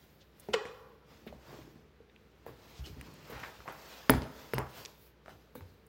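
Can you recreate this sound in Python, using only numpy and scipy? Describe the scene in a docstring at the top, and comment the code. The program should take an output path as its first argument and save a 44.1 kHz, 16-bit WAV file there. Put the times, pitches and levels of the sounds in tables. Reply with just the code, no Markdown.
"""Someone steps about on a fibreglass boat in a large shed, over still air, a low wavering hum and a faint ring.
Clothes rustle from the start as patchy friction noise; soles scuff, and small parts click as bands of noise.
After the first step a hollow thing scrapes: gritty force through resonances, then a bump and a falling note.
Heels and light knocks ring deck modes, and the hull booms under the weight; the hardest step comes late,
and at it and two after it the camera's lens rattles. The cockpit and the shed answer with decaying noise."""
import sys
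import numpy as np
from scipy import signal
from scipy.fft import rfft, irfft, next_fast_len
from scipy.io import wavfile
from scipy.ndimage import uniform_filter1d, map_coordinates

SR = 44100
rng = np.random.default_rng(int(sys.argv[2]) if len(sys.argv) > 2 else 0)


def int16_out(signal):
    """Quantize to a 16-bit WAV file."""
    q = np.round(np.clip(np.atleast_2d(signal).T, -1, 1) * 32767)
    wavfile.write(sys.argv[1], SR, q.astype(np.int16))


N = 259308
TIME = np.arange(N) / SR
RING = np.arange(SR // 2) / SR  # time since a strike [s]
SCRAPE_AT = 0.541  # s

# footfalls: (time [s], heel gain [dB], contact sharpness [Hz], panel pitch [Hz], panel re heel [dB],
# panel's low mode re heel [dB], cockpit echo re heel [dB], hull gain [dB], jolt of the clothes [dB])
STEPS = [(0.487, -42.5, 960, 414, 14, 8, -6.5, -52, -68), (1.266, -50.5, 865, 416, 12.5, 14, -2, -55, -62),
         (1.3261, -48.5, 930, 574, 4, 1, -7, -50.5, -79), (1.528, -57, 800, 420, 15.5, 9, 1.5, -54, -72),
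         (2.4647, -46, 1030, 473, 10.5, -3, 0.5, -46, -57.5),
         (3.299, -52.5, 700, 450, 13, 6, 5.5, -42.5, -51.5),
         (4.0962, -14.5, 2060, 502, -8, 2, -14, -23, -46),
         (4.137, -30, 1410, 430, 3, -4.5, -4.5, -26.5, -61.5),
         (4.5357, -31, 2130, 445, 9.5, -9, -9, -36.5, -63),
         (4.5821, -28.5, 2800, 450, -10, -13.5, -15.5, -37, -65),
         (5.294, -51, 2000, 780, 4, -8, 1, -51.5, -70),
         (5.554, -47, 1430, 495, 12, 5.5, -2.5, -48.5, -52.5)]
# decay of the cockpit echo: (frequency [Hz], t60 [s])
COCKPIT = [(100, 0.69), (500, 0.3), (2000, .18), (6000, 0.24), (14000, 0.12)]


def amp(db):
    """Decibels to gain."""
    return 10 ** (np.asarray(db) / 20)


def unit(x):
    """Scale to rms 1."""
    return x / np.sqrt(np.mean(x ** 2) + 1e-20)


def fade(t, t60):
    """Exponential decay that loses 60 dB in t60."""
    return np.exp(-np.log(1000) * t / t60)


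def along(points, hz):
    """Interpolate (Hz, value) points on a log frequency axis."""
    f, v = np.transpose(points)
    return np.interp(np.log(hz + 1), np.log(f), v)


def filtered(x, response):
    """Multiply the spectrum of x by a response of frequency."""
    m = next_fast_len(len(x) + SR // 4)
    spectrum = rfft(x, m) * response(np.fft.rfftfreq(m, 1 / SR))
    return irfft(spectrum, m)[:len(x)]


def band(x, centre_hz, octaves, order=2):
    """A bell on log frequency, rms 1; a higher order gives steeper sides."""
    def bell(f):
        distance = np.abs(np.log2((f + 1) / centre_hz) / octaves)
        return np.exp(-.5 * distance ** order)
    return unit(filtered(x, bell))


def coloured(x, spectrum):
    """Shape x by a (Hz, dB) spectrum, rms 1."""
    return unit(filtered(x, lambda f: amp(along(spectrum, f))))


def wobble(rate):
    """A smooth random curve, rate knots a second."""
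    knots = rng.standard_normal(int(N * rate / SR) + 4)
    return map_coordinates(knots, [TIME * rate], order=1)


def grit(depth_db, stutter_db=1.0):
    """Friction noise: countless small slips of uneven strength, bunched where the surface catches."""
    unevenness_db = depth_db * wobble(600) + stutter_db * wobble(110)
    return rng.standard_normal(N) * amp(unevenness_db)


def stroke(s, db, rise, fall):
    """A level that swells to time s and dies away."""
    since = TIME - s
    return amp(db) * np.exp(-np.where(TIME < s, (since / rise) ** 2 / 2, since / fall))


def add(track, s, x):
    """Mix x into the track from time s."""
    part = track[round(s * SR):][:len(x)]
    part += x[:len(part)]


def echo(x, decays, seconds, gap):
    """Diffuse answer of a space that builds up over the gap; each frequency dies at its own speed."""
    hz, t, z = signal.stft(rng.standard_normal(int(seconds * SR)), SR, nperseg=256)
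    tail = signal.istft(z * fade(t, along(decays, hz)[:, None]), SR, nperseg=256)[1]
    tail = tail * (1 - np.exp(-(np.arange(len(tail)) / SR / gap) ** 2))
    return signal.fftconvolve(x, tail / np.linalg.norm(tail))


def ring(modes, contact_hz, scatter_db, detune, travel=0.0003):
    """Struck modes; a soft contact leaves those above contact_hz quiet, each strike shifts them a little."""
    hz, db, t60 = np.transpose(modes)
    level_chance, pitch_chance = rng.standard_normal((2, len(hz)))
    gains = amp(db + scatter_db * level_chance) / np.sqrt(1 + (hz / contact_hz) ** 4)
    # bending waves are slower at low pitch: travel is the arrival time at 1 kHz
    t = np.maximum(RING - travel * np.sqrt(10 ** 3 / hz)[:, None], 0)
    pitch = (hz * (1 + detune * pitch_chance))[:, None]
    return gains @ (np.sin(2 * np.pi * pitch * t) * fade(t, t60[:, None]))


def background():
    """Still air as coloured noise; a low hum and a faint room ring as sines wavering in level and phase."""
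    # low hum, and a faint ring of the room near 447 Hz: (frequency [Hz], mean level [dB])
    tones = [(59.5, -69.5), (150.5, -73), (210, -74.5), (447, -78.5)]
    # colour of the air: (frequency [Hz], density [dB per Hz])
    air = [(25, -38), (42, -24), (57, -16), (75, -2), (105, -7.5), (150, -9), (260, -12.5), (450, -8.5),
           (700, -19.5), (1500, -21), (4000, -29.5), (9000, -47), (15000, -42.5)]
    tonal = 0
    for hz, db in tones:
        level = amp(db + 1.1 * wobble(1.9)) * np.sqrt(2)
        tonal = tonal + level * np.sin(2 * np.pi * hz * TIME + 1.1 * wobble(2.3))
    return tonal + amp(-64.5) * coloured(rng.standard_normal(N), air)


def swell(s, rise, fall):
    """Speed of a movement that is fastest at time s."""
    shape = 1.33  # between a sharp peak (1) and a rounded bell (2)
    return np.exp(-.5 * (np.abs(TIME - s) / np.where(TIME < s, rise, fall)) ** shape)


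def patchy(x, depth_db):
    """Drifting patches of gain in time and pitch, as folds of cloth open and close."""
    z = signal.stft(x, nperseg=512)[2]
    field = uniform_filter1d(rng.standard_normal(z.shape), size=3, axis=0)
    field = uniform_filter1d(field, size=16, axis=1)
    return signal.istft(z * amp(depth_db * unit(field)), nperseg=512)[1][:N]


def clothes(rub_db=2, fizz_db=-5, jolt_fall_s=0.03):
    """Fabric rubs, swishes and fizzes with each movement over a rumble; footfalls jolt it into brief fizz."""
    # body movements: (time when fastest [s], swish [dB], rise [s], fall [s],
    # brightness: fizz up and rub down [dB], rumble [dB])
    moves = [(0.0, -70.5, .05, 0.15, 7.5, -76), (0.45, -65.5, 0.044, 0.047, 3.5, -71),
             (0.74, -79, .15, 0.13, 13, -72), (1.12, -66.5, 0.029, 0.14, 0, -62.5),
             (1.53, -62.5, 0.071, 0.11, 1, -54), (2.2, -78.5, 0.068, 0.3, 0, -75),
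             (2.72, -62, 0.11, 0.12, 0.5, -64), (2.87, -61, .025, 0.042, 5.5, -53),
             (3.04, -63, .07, 0.16, -1.5, -56.5), (3.41, -56, 0.11, 0.12, -0.5, -59),
             (3.89, -56, 0.13, .19, 1, -72), (4.43, -59, 0.088, 0.11, 2.5, -68.5),
             (4.8, -54, 0.06, 0.056, 3, -60.5), (5.06, -68, .055, 0.023, 12.5, -85),
             (5.31, -71.5, .035, 0.14, 4.5, -78), (5.69, -73, 0.063, 0.083, 4.5, -69)]
    # colours of the four layers, from low to high: (frequency [Hz], density [dB per Hz])
    rumble = [(50, -23.5), (90, 3.5), (155, 7), (200, -0.5), (320, 0.5), (450, -9.5), (800, -46.5)]
    rub = [(150, -12.5), (300, -3), (500, 3.5), (1000, 1), (1700, -4.5), (2600, -6.5), (5000, -32.5)]
    swish = [(1200, -5), (2300, -3), (3300, -2), (5000, -3), (7000, -9), (9000, -17), (12000, -33.5)]
    fizz = [(6500, -17.5), (9000, -15.5), (11000, -8), (13500, -2), (15800, -2.5)]
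    s, db, rise, fall, bright_db, rumble_db = np.transpose(moves)
    power = np.array([swell(at, up, down) for at, up, down in zip(s, rise, fall)]) ** 2

    def level(dbs):
        return np.sqrt(amp(dbs) ** 2 @ power)

    jolts = sum(stroke(step[0], step[-1], rise=0.002, fall=jolt_fall_s) for step in STEPS)
    fizz_level = np.hypot(level(db + fizz_db + bright_db), jolts)
    layers = [(rumble, level(rumble_db)), (rub, level(db + rub_db - bright_db)),
              (swish, level(db)), (fizz, fizz_level)]
    out = np.zeros(N)
    for spectrum, gain in layers:
        friction = coloured(patchy(grit(depth_db=0.5), depth_db=2.0), spectrum)
        out += gain * friction * amp(.8 * wobble(40))
    return out


def scuffs():
    """Soles drag over the deck as swelling bands of friction noise; one gives a short squeak near 3 kHz."""
    # slides, with the narrow squeak at 2.843 s:
    # (time when strongest [s], level [dB], rise [s], fall [s], centre [Hz], width [octaves])
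    slides = [(0.219, -62, .012, 0.011, 3700, 0.52), (0.54, -58, 0.0071, .012, 11300, 0.33),
              (1.28, -54.5, 0.0077, 0.013, 2200, 0.58), (1.535, -56, 0.059, .05, 800, 0.94),
              (2.5, -59, 0.029, 0.033, 690, 1), (2.785, -58, 0.019, .015, 4030, 0.65),
              (2.843, -52.5, 0.0019, .022, 3010, 0.1), (2.866, -53, 0.011, 0.021, 3700, 0.74),
              (3.365, -50, .05, 0.066, 1200, 0.81), (3.436, -41, .004, 0.024, 1400, 0.68),
              (3.699, -47.5, 0.022, 0.054, 850, 0.92), (4.609, -41.5, 0.032, 0.042, 850, 0.76)]
    out = np.zeros(N)
    for s, db, rise, fall, hz, octaves in slides:
        out += stroke(s, db, rise, fall) * band(grit(depth_db=2.5, stutter_db=1.5), hz, octaves)
    return out


def noise_burst(hz, octaves, t60):
    """One click or short fizz: a dying band of noise."""
    return band(rng.standard_normal(len(RING)), hz, octaves, order=4) * fade(RING, t60)


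def clicks_and_flicks():
    """Small parts click, and cloth flicks in short bright fizzes."""
    # clicks of small parts, and flicks of cloth at 3.139 and 3.723 s:
    # (time [s], level [dB], centre [Hz], width [octaves], t60 [s])
    bursts = [(0.398, -51.5, 11500, 0.9, 0.049), (2.097, -58, 2500, 0.64, .02),
              (2.162, -54, 2330, .6, 0.013), (3.012, -39.5, 2320, 0.25, 0.011),
              (3.0125, -44, 11900, 1, 0.0092), (3.139, -57, 12000, 0.59, .02),
              (3.723, -56, 13000, .4, 0.065), (4.2201, -35, 3850, 0.81, 0.0045),
              (4.851, -38, 3800, 0.85, 0.016), (4.858, -35.5, 3780, 0.88, 0.011),
              (5.866, -60, 12000, 0.81, 0.027)]
    out = np.zeros(N)
    for s, db, hz, octaves, t60 in bursts:
        add(out, s, amp(db) * noise_burst(hz, octaves, t60))
    return out


def lens_rattle(first_db=-7, first_gap_s=0.0055, gap_shrink=0.53):
    """The camera's lens rattles at hard steps: three brief bright clicks, the last two close together."""
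    # rattles: (time of the first click [s], level of the other two [dB])
    rattles = [(4.0968, -14), (4.5347, -33), (4.5805, -36.5)]
    out = np.zeros(N)
    clicks = [(0, first_db), (first_gap_s, 0), (first_gap_s * (1 + gap_shrink), 0)]
    for s, db in rattles:
        for delay, click_db in clicks:
            add(out, s + delay, amp(db + click_db) * noise_burst(12400, octaves=0.31, t60=0.0068))
    return out


def boom(firm_hz, life, rise=.005):
    """The hull takes the weight and booms; a planted foot shortens its ring to the share life."""
    # hull modes: (frequency [Hz])
    hull_hz = [54, 67.5, 92, 128, 152, 182, 250, 328, 428, 625]
    # ring of each of those modes: (gain [dB], t60 with no foot planted [s])
    hull_ring = [(-21, 0.35), (-2, 0.32), (-7, 0.25), (-1.5, .3), (-14.5, 0.64), (-28.5, .25), (-0.5, 0.16),
                 (-6.5, 0.35), (5, 0.11), (-24.5, .25)]
    modes = np.column_stack([hull_hz, hull_ring]) * [1, 1, life]
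    return ring(modes, firm_hz, scatter_db=4, detune=0.0025) * (1 - np.exp(-RING / rise))


def thumps():
    """Weight moves from foot to foot and only the hull answers."""
    # shifts of weight: (time [s], gain [dB], firmness [Hz])
    shifts = [(2.79, -27, 54.3), (2.895, -40.5, 130), (2.962, -40, 141), (3.345, -45, 89.6),
              (3.582, -49, 120)]
    out = np.zeros(N)
    for s, db, firm_hz in shifts:
        add(out, s, amp(db) * boom(firm_hz, life=0.75))
    return out


def crack(contact_hz, t60=0.02, low_hz=400):
    """The laminate's countless short-lived modes blur into a burst of noise."""
    def slope(f):
        bass_cut = f / np.hypot(f, low_hz)
        softness = (1 + (f / contact_hz) ** 2) ** 0.53
        return bass_cut / softness / np.hypot(1, f / 6000)
    return unit(filtered(rng.standard_normal(len(RING)), slope)) * fade(RING, t60)


def push(hz):
    """The deck dips and springs back under the contact: a cycle and a half."""
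    cycles = RING * hz - 1
    return np.sin(2 * np.pi * cycles) * np.exp(-(2 * cycles) ** 2)


def contact(contact_hz, panels, room_db, push_db=9, crack_db=-7, scatter_db=3):
    """A contact pushes the deck, rings laminate and (Hz, dB) modes; cockpit walls throw it back."""
    # deck laminate modes: (frequency [Hz], gain [dB], t60 [s])
    deck = [(268, -15.5, .05), (426, -8, 0.095), (611, 0, 0.022), (773, -4, 0.026), (901, 1, 0.026),
            (996, -17, 0.019), (1120, -6, 0.01), (1425, 1.5, 0.011), (1795, 0.5, 0.0088),
            (2114, 1.5, 0.013), (2300, -11, 0.011), (2770, -16, 0.018), (3560, -19, .012), (4170, -7, .01),
            (5200, 6.5, 0.0073), (6930, -18.5, .008)]
    panel = 0
    for hz, db in panels:
        # each of these modes loses 60 dB in 16 cycles
        envelope = fade(RING, 16 / hz) * (1 - np.exp(-2 * RING * hz))
        panel = panel + amp(db) * np.sin(2 * np.pi * hz * RING) * envelope
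    laminate = ring(deck, contact_hz, scatter_db=1.0, detune=0.013) + amp(crack_db) * crack(contact_hz)
    blow = amp(push_db) * push(0.61 * contact_hz) + laminate + panel
    # the whole deck radiates into the cockpit, so the echo is more even in colour than the blow
    spread = .5 * blow + amp(scatter_db) * crack(.5 * contact_hz)
    out = amp(room_db) * echo(spread, COCKPIT, 0.46, gap=0.0061)
    add(out, 0, blow)
    return out


def knocks():
    """Light bumps ring one panel; one at 5.607 s is a low thump of the hull."""
    # bumps: (time [s], gain [dB], contact sharpness [Hz],
    # panel pitch, or hull pitch at 5.607 s [Hz], that mode re bump [dB])
    bumps = [(0.654, -41.5, 2400, 910, -15), (1.588, -56, 800, 326, 14), (1.676, -56.5, 600, 330, 8),
             (1.756, -56.5, 400, 248, 4), (2.003, -64.5, 644, 456, 20.5), (3.435, -48.5, 2280, 1450, -2.5),
             (3.604, -53.5, 3000, 1370, 14.5), (3.658, -56, 1300, 750, 13.5), (3.6784, -44, 2500, 1100, 16),
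             (3.6849, -42.5, 1800, 700, 11), (4.22, -41, 3400, 440, 2), (5.260, -51, 2000, 650, -2),
             (5.281, -49.5, 2000, 647, 11.5), (5.607, -59.5, 250, 92, 20), (5.608, -54, 2500, 1184, 5)]
    out = np.zeros(N)
    for s, db, contact_hz, mode_hz, mode_db in bumps:
        add(out, s, amp(db) * contact(contact_hz, [(mode_hz, mode_db)], room_db=-5))
    return out


def scrape(slide_db=-25, bump_db=3, note_db=-25, dull_hz=7500, thin_hz=370, start_hz=540, end_hz=420):
    """Something hollow slides a short way, gritty at first, and bumps to a stop with a falling note."""
    # resonances of the hollow body: (frequency [Hz], width [Hz], relative gain [dB])
    hollow = [(470, 140, 4.5), (718, 65, 5), (956, 145, 8.5), (1426, 85, 7), (1460, 99, 1),
              (1876, 105, 11.5), (2060, 170, 4), (2680, 260, 6), (2830, 130, 4), (3020, 68, -10),
              (3670, 280, -56), (4960, 340, -25), (6800, 250, -8), (6850, 340, -8)]

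    def body(f):
        edges = 1 / (1 + (f / dull_hz) ** 8) / (1 + (thin_hz / (f + 1)) ** 6)
        return edges * sum(amp(db) * 1j * f * w / (c * c - f * f + 1j * f * w) for c, w, db in hollow)

    body_gain = np.std(filtered(rng.standard_normal(SR), body))
    force = grit(depth_db=-2.0, stutter_db=0.0) * stroke(SCRAPE_AT, slide_db, rise=0.0043, fall=0.0065)
    bump = signal.windows.hann(SR // 1500)
    add(force, SCRAPE_AT, amp(bump_db) * bump / bump.sum())
    since = np.maximum(TIME - SCRAPE_AT, 0)
    pitch = end_hz + (start_hz - end_hz) * np.exp(-since / 0.0067)
    note = np.sqrt(2) * np.sin(2 * np.pi * np.cumsum(pitch) / SR + .5 * wobble(200))
    note_level = stroke(SCRAPE_AT + 0.0028, note_db, rise=0.0017, fall=0.017)
    return filtered(force, body) / body_gain + note * note_level


def scrape_spray(db=-26.0, centre_hz=1400, octaves=0.81):
    """Away from the microphone the scrape radiates a broader rasp, heard only in the echoes."""
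    level = stroke(SCRAPE_AT, db, rise=0.0028, fall=0.0087)
    return level * band(rng.standard_normal(N), centre_hz, octaves)


def footfalls(usual_heel_db=-45.5, weight_lag_s=0.017, usual_firm_hz=190):
    """The heel strikes a deck panel, then the weight settles on the hull."""
    out = np.zeros(N)
    for s, db, contact_hz, panel_hz, panel_db, low_db, room_db, hull_db, _ in STEPS:
        panels = [(panel_hz, panel_db), (0.52 * panel_hz, low_db)]
        add(out, s, amp(db) * contact(contact_hz, panels, room_db))
        # a harder step lands sooner (lag halves per 10 dB) and more firmly (doubles per 28.5 dB)
        harder_db = db - usual_heel_db
        lag = weight_lag_s / 2 ** (harder_db / 10)
        firm_hz = usual_firm_hz * 2 ** (harder_db / 28.5)
        add(out, s + lag, amp(hull_db) * boom(firm_hz, life=0.88))
    return out


def scene():
    """Steps are close and fairly dry; the scrape carries further into the shed."""
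    # decay of the shed echo: (frequency [Hz], t60 [s])
    shed_decay = [(80, .7), (200, 0.38), (470, 1.33), (1000, 1.14), (2500, 0.63), (6000, 0.87),
                  (14000, 0.25)]
    steps = footfalls() + knocks() + thumps() + clicks_and_flicks() + lens_rattle() + scuffs()
    direct = scrape()
    far = amp(-4.0) * direct + scrape_spray()
    cockpit = amp(-12.5) * echo(far, COCKPIT, .5, gap=0.0074)[:N]
    shed = echo(amp(-20.5) * steps + amp(-13.0) * far, shed_decay, 2.6, gap=0.022)[:N]
    return (steps + direct + cockpit + shed + clothes() + background())[None]


def record(dry, bottom_hz=46, top_hz=16050):
    """The microphone loses the deepest bass and everything above its band limit."""
    bass_cut = signal.butter(8, bottom_hz, "highpass", fs=SR, output="sos")
    x = signal.sosfilt(bass_cut, dry[0])
    return filtered(x, lambda f: 1 / (1 + (f / top_hz) ** 200))[None]


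dry = scene()
out = record(dry)
int16_out(out)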